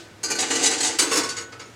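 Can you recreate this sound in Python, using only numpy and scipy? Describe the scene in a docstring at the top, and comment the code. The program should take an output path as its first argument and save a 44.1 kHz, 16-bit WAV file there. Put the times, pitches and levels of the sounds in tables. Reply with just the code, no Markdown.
"""In a small room, a small steel ball rolls down a pair of thin wire rails pegged to a board.
It ticks and knocks, drops onto a second track with a clack, rattles against the raised end
and creeps back with a few faint taps. Contacts ring each track's own modes, the ball shakes
the board through the pegs, and the room blurs every contact."""
import sys
import numpy as np
from scipy import signal
from scipy.fft import rfft, irfft
from scipy.io import wavfile
from scipy.ndimage import uniform_filter1d

SR = 44100
rng = np.random.default_rng(int(sys.argv[2]) if len(sys.argv) > 2 else 0)


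def file_out(sig):
    """Save sig as 16-bit WAV at sys.argv[1]."""
    # one column per channel
    cols = np.atleast_2d(sig).T
    # limit, then scale
    lim = np.clip(cols, -1, 1)
    pcm = np.round(lim * 32767).astype(np.int16)
    wavfile.write(sys.argv[1], SR, pcm)


N = 77175
T = np.arange(N) / SR
BIN_HZ = np.fft.rfftfreq(N, 1 / SR)
HEAD_END_S, LANDING_S, RAISED_END_S, WAY_BACK_S = 0.375, 0.975, 1.1, 1.35

# Spectra of room tone and of an earlier touch. Each row: frequency in Hz, relative density in dB.
ROOM_COLOUR = [(50, -16), (70, -2), (88, 2), (107, 9), (150, -3), (330, 1.5), (700, -7), (1600, -8.5),
               (7000, -20), (16000, -38)]
FADING_COLOUR = [(100, -28), (340, 5), (700, 3.5), (1500, -2), (4500, 2.5), (8000, -3.5), (12000, -25)]
# Wire tones of that touch. Each row: frequency in Hz, level in dB, T60 in seconds.
FADING_MODES = [(339.6, -41, 0.32), (1510, -51.5, 1)]
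# Board resonances. Each row: frequency in Hz, width in Hz, relative level in dB.
BOARD_MODES = [(274.4, 24, -1), (295, 36, 1.5), (336.8, 18.6, 0), (394, 41, -10), (458.5, 21, 2.5),
               (535, 88, -32)]
# Rolling force on board and on wires. Each row: time in seconds, relative level in dB.
RUMBLE_ENVELOPE = [(0.22, -68), (0.248, -37), (0.33, -36.5), (0.492, -40), (0.514, -27.5), (0.774, -30.5),
                   (0.786, -33.5), (0.952, -35.5), (0.97, -63), (1.016, -22), (1.096, -33), (1.17, -19),
                   (1.366, -66), (1.392, -43), (1.494, -48.5), (1.57, -66), (1.65, -45), (1.75, -57)]
TICK_ENVELOPE = [(.23, -31), (.32, -40.5), (.42, -31), (.48, -30), (.53, -25), (.66, -26), (.74, -26),
                 (.79, -34), (.87, -26.5), (.93, -30), (.975, -39), (1.02, -25), (1.09, -31), (1.18, -22),
                 (1.27, -34.5), (1.35, -39.5), (1.41, -35.5), (1.47, -78), (1.75, -38)]
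# Knocks on the wires. Each row: start in seconds, level in dB, gain below 3 kHz in dB,
# gain above 10 kHz in dB.
KNOCKS = [(.232, -23, -2, 3), (0.281, -33.5, 7, -10), (0.301, -28.5, 9.5, 13.5), (0.31, -24.5, 7, -14),
          (0.351, -31, 8.5, 6), (.386, -18.5, -2, -3), (0.403, -26.5, 5.5, 17.5), (0.423, -24, 9.5, -16),
          (.503, -29.5, 15, 14.5), (.552, -23, 2, 7), (.627, -21.5, -4, 9), (0.637, -16.5, -3, 4),
          (.657, -12, -6.5, 3), (0.706, -24.5, 3, 7.5), (0.778, -24.5, -13, -5), (.803, -20.5, -1, 5.5),
          (.829, -19, -2.5, 3), (.846, -21, 0.5, 6), (0.866, -19.5, -10, 2), (.987, -11, -2.5, 3),
          (1.017, -29, 13.5, 18), (1.113, -24, 4, 4.5), (1.129, -23, -10, 8.5), (1.155, -20.5, -0.5, 7),
          (1.171, -22.5, -3.5, 10), (1.233, -26, -4.5, -6), (1.289, -21, -24, -26),
          (1.366, -23.5, -10, -21), (1.377, -30, 2, -21), (1.522, -43.5, 13.5, -3), (1.595, -36, 5, -11),
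          (1.609, -47.5, 16, -9)]
# Tail of wires and room. Each row: frequency in Hz, T60 in seconds.
TAIL_DECAY = [(200, 0.61), (1400, 0.48), (4000, 0.33), (9000, 0.19), (15000, 0.13)]
# Clack spectra: upper head, upper run, lower track. Each row: frequency in Hz, relative density in dB.
HEAD_COLOUR = [(150, -7.5), (350, 10.5), (700, -11), (2600, -4), (3500, -13), (4500, 2.5), (5350, -9),
               (6400, 2.5), (9000, -6), (11500, -18), (15500, -34)]
RUN_COLOUR = [(150, -11), (320, 7.5), (650, -4.5), (1300, -5), (2000, 0), (3400, -3.5), (4700, 1),
              (5350, -3.5), (6200, 2), (7700, 1), (9300, -8), (11200, -22.5), (15500, -39)]
LOWER_COLOUR = [(150, -5.5), (350, 6.5), (700, -1), (1300, 3), (2200, 1.5), (3800, -4), (4700, 3.5),
                (5150, -4), (6800, 2.5), (7600, -4), (9200, -6.5), (11500, -17.5), (15500, -30)]
# Upper track modes. Each row: frequency in Hz, relative levels in dB struck at head and on run.
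UPPER_MODES = [(747, -15.5, -12), (862, -13.5, -16.5), (1169, -10.5, -16.5), (1509.5, -2, -16),
               (1945, -19.5, -14), (2296, -15.5, -29), (2904, -18, -16.5), (4240, -13, -20),
               (4673, -6.5, -21), (4840, -7.5, -15.5), (5435, -15, -33), (6090, -9.5, -22),
               (6220, -17.5, -32), (6430, -10, -38), (6870, -25, -32), (7010, -9, -34), (7655, -28, -20.5),
               (8260, -26, -26)]
# Lower track modes. Each row: frequency in Hz, relative levels in dB struck at landing,
# at raised end and on way back, T60 in seconds.
LOWER_MODES = [(462.5, -39, -12.5, -11, 0.22), (962, -23, -18, -28, 0.58), (1098, -23.5, -12.5, -23, 0.61),
               (1162, -28, -25, -21, 0.32), (1298, -23, -33, -16.5, 0.66), (1486, -21, -17.5, -26, 1.45),
               (2160, -24, -18, -17, 0.25), (3480, -15, -20, -32, 0.19), (4800, -16.5, -12.5, -28, 0.1),
               (5355, -16, -9.5, -16, 0.18), (6140, -21, -26, -31, 0.45), (6720, -17.5, -18, -12, 0.25),
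               (6910, -22.5, -14.5, -18, 0.11), (7650, -30, -17, -23, 0.18), (8000, -7, -20, -29, 0.32),
               (8655, -19, -31, -35, 0.32), (9027, -17, -23, -36, .13)]


def from_db(db):
    """Decibels to gain."""
    return 10 ** (np.asarray(db) / 20)


def unit_rms(x):
    """Scale to unit rms."""
    return x / np.sqrt(np.mean(x ** 2) + 1e-20)


def at_hz(rows, hz):
    """Interpolate on a log-frequency axis."""
    row_hz, values = np.transpose(rows)
    return np.interp(np.log(np.maximum(hz, 1)), np.log(row_hz), values)


def envelope(rows, time_s):
    """Gain over time, silent before the first row."""
    return from_db(np.interp(time_s, *np.transpose(rows), left=-np.inf))


def butter(x, hz, kind):
    """Causal Butterworth filter."""
    return signal.sosfilt(signal.butter(2, hz, kind, fs=SR, output="sos"), x + 1e-18)


def coloured_noise(colour):
    """Shaped noise, unit rms."""
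    return unit_rms(irfft(rfft(rng.standard_normal(N)) * from_db(at_hz(colour, BIN_HZ)), N))


def decay(t60_s):
    """Exponential decay from time zero."""
    return np.exp(-np.log(1000) * T / t60_s)


def ring(modes):
    """Sum of damped sines."""
    return sum(from_db(db) * np.sin(2 * np.pi * hz * T) * decay(t60_s) for hz, db, t60_s in modes)


def drive(force, response):
    """Drive a body with a contact force."""
    return signal.fftconvolve(force, response)[:N]


def room_tone():
    """Steady, mostly low noise."""
    return from_db(-47) * coloured_noise(ROOM_COLOUR)


def fading_touch():
    """An earlier touch on the track dies away."""
    return from_db(-43) * coloured_noise(FADING_COLOUR) * decay(t60_s=0.34) + ring(FADING_MODES)


def ticks(per_s, spread_db):
    """Tiny random rolling contacts of uneven size, unit rms."""
    sizes = from_db(spread_db * np.minimum(rng.exponential(1, N), 4))
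    signs = rng.choice([-1, 1], N)
    return unit_rms(sizes * signs * (rng.random(N) < per_s / SR))


def board_rumble(lead_s=0.0029):
    """The rolling ball shakes the board through the pegs."""
    response = sum(
        (-1) ** k * from_db(db) * np.sqrt(width_hz)
        * np.cos(2 * np.pi * hz * T) * np.exp(-np.pi * width_hz * T)
        for k, (hz, width_hz, db) in enumerate(BOARD_MODES))
    response = butter(response, [210, 650], "band")
    force = ticks(per_s=2200, spread_db=-2) * envelope(RUMBLE_ENVELOPE, T + lead_s)
    return from_db(-3.5) * drive(force, response / np.linalg.norm(response))


def contact_click(ripple_db=4.5, finest_ripple_hz=274):
    """Unit-energy click with random treble ripple: each spot struck favours other modes."""
    lag_s = np.arange(2048) / SR
    echoes = rng.standard_normal(len(lag_s)) * (lag_s > 0.0007)
    echoes *= np.exp(-(lag_s * finest_ripple_hz) ** 2)
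    # Long waves hardly depend on the spot.
    ripple = rfft(butter(echoes / np.linalg.norm(echoes), 2000, "high"))
    click = irfft(from_db(ripple_db * np.sqrt(2) * ripple))
    return click / np.linalg.norm(click)


def knocks(low_hz=3000, high_hz=10000):
    """Force of sharp ball-on-wire contacts, each with its own three-band balance."""
    low, mid, high = np.zeros((3, N))
    for start_s, db, low_db, high_db in KNOCKS:
        click = from_db(db) * contact_click()
        start = int(start_s * SR)
        span = slice(start, start + len(click))
        low[span] += from_db(low_db) * click
        mid[span] += click
        high[span] += from_db(high_db) * click
    return (butter(low, low_hz, "low") - butter(mid, [low_hz, high_hz], "band")
            + butter(high, high_hz, "high"))


def clack_spectrum(swell, tail_db=-14.5, direct_db=-9.5):
    """Dense short-lived modes with a tail of wires and room, evened out over frequency."""
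    noise = rfft(rng.standard_normal(N))
    edges_hz = [0, 700, 2000, 4000, 7000, 11000, SR]
    dense = 0
    for low_hz, high_hz in zip(edges_hz, edges_hz[1:]):
        band = irfft(noise * ((BIN_HZ >= low_hz) & (BIN_HZ < high_hz)), N)
        tail = from_db(tail_db) * decay(at_hz(TAIL_DECAY, (low_hz + high_hz) / 2))
        dense += band * (decay(t60_s=0.097) + tail)
    direct = from_db(direct_db) * decay(t60_s=0.0063)
    spectrum = rfft(dense * (swell + direct))
    power = np.abs(spectrum) ** 2
    return spectrum * np.sqrt(uniform_filter1d(power, size=4000) / uniform_filter1d(power, size=260))


def track_response(colour, modes, ring_db, clack_db, swell_s=0.0054, cluster_db=18, cluster_width_hz=45):
    """One touch: clear modes ring and a dense clack swells through wires and room."""
    swell = 1 - np.exp(-T / swell_s)
    # Short-lived modes crowd around each clear one.
    clusters = sum(from_db(db + cluster_db) ** 2 / (1 + ((BIN_HZ - hz) / cluster_width_hz) ** 2) ** 2
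                   for hz, db, _ in modes)
    shape = unit_rms(from_db(at_hz(colour, BIN_HZ))) * np.sqrt(1 + clusters)
    clack = irfft(clack_spectrum(swell) * shape, N) * (T < 1)
    return butter(from_db(clack_db) * clack + from_db(ring_db) * ring(modes) * swell, 154, "high")


def stretch(start_s, end_s, colour, modes, ring_db, clack_db):
    """Knocks and rolling ticks drive a stretch of track while the ball is on it."""
    response = track_response(colour, modes, ring_db, clack_db)
    rolling = ticks(per_s=900, spread_db=3) * envelope(TICK_ENVELOPE, T) / np.linalg.norm(response)
    on_stretch = (T >= start_s) & (T < end_s)
    return drive((knocks() + rolling) * on_stretch, response)


def modes_by_stretch(modes):
    """One mode list per level column."""
    hz, *levels_db, t60_s = np.transpose(modes)
    return [list(zip(hz, db, t60_s)) for db in levels_db]


def upper_track(ring_db=1.5, t60_s=0.14):
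    """The ball pings at the head of the track, then rolls down its run."""
    head, run = modes_by_stretch([(*mode, t60_s) for mode in UPPER_MODES])
    return (stretch(0, HEAD_END_S, HEAD_COLOUR, head, ring_db, clack_db=0.5)
            + stretch(HEAD_END_S, LANDING_S, RUN_COLOUR, run, ring_db, clack_db=0.77))


def lower_track(ring_db=-0.5, settle_s=1.654, damping_db_per_s=130):
    """The ball lands, rattles at the raised end, creeps back, settles and damps the wires."""
    landing, raised_end, way_back = modes_by_stretch(LOWER_MODES)
    wires = (stretch(LANDING_S, RAISED_END_S, LOWER_COLOUR, landing, ring_db, clack_db=0.3)
             + stretch(RAISED_END_S, WAY_BACK_S, LOWER_COLOUR, raised_end, ring_db, clack_db=3)
             + stretch(WAY_BACK_S, np.inf, LOWER_COLOUR, way_back, ring_db, clack_db=-0.5))
    return wires * from_db(-damping_db_per_s * np.maximum(T - settle_s, 0))


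def scene():
    """Both tracks over board and room, mono."""
    return (upper_track() + lower_track() + board_rumble() + room_tone() + fading_touch())[None]


def record(dry):
    """Steep low-pass at 15.9 kHz."""
    return signal.sosfilt(signal.ellip(10, 0.2, 80, 15900, fs=SR, output="sos"), dry)


dry = scene()
out = record(dry)
file_out(out)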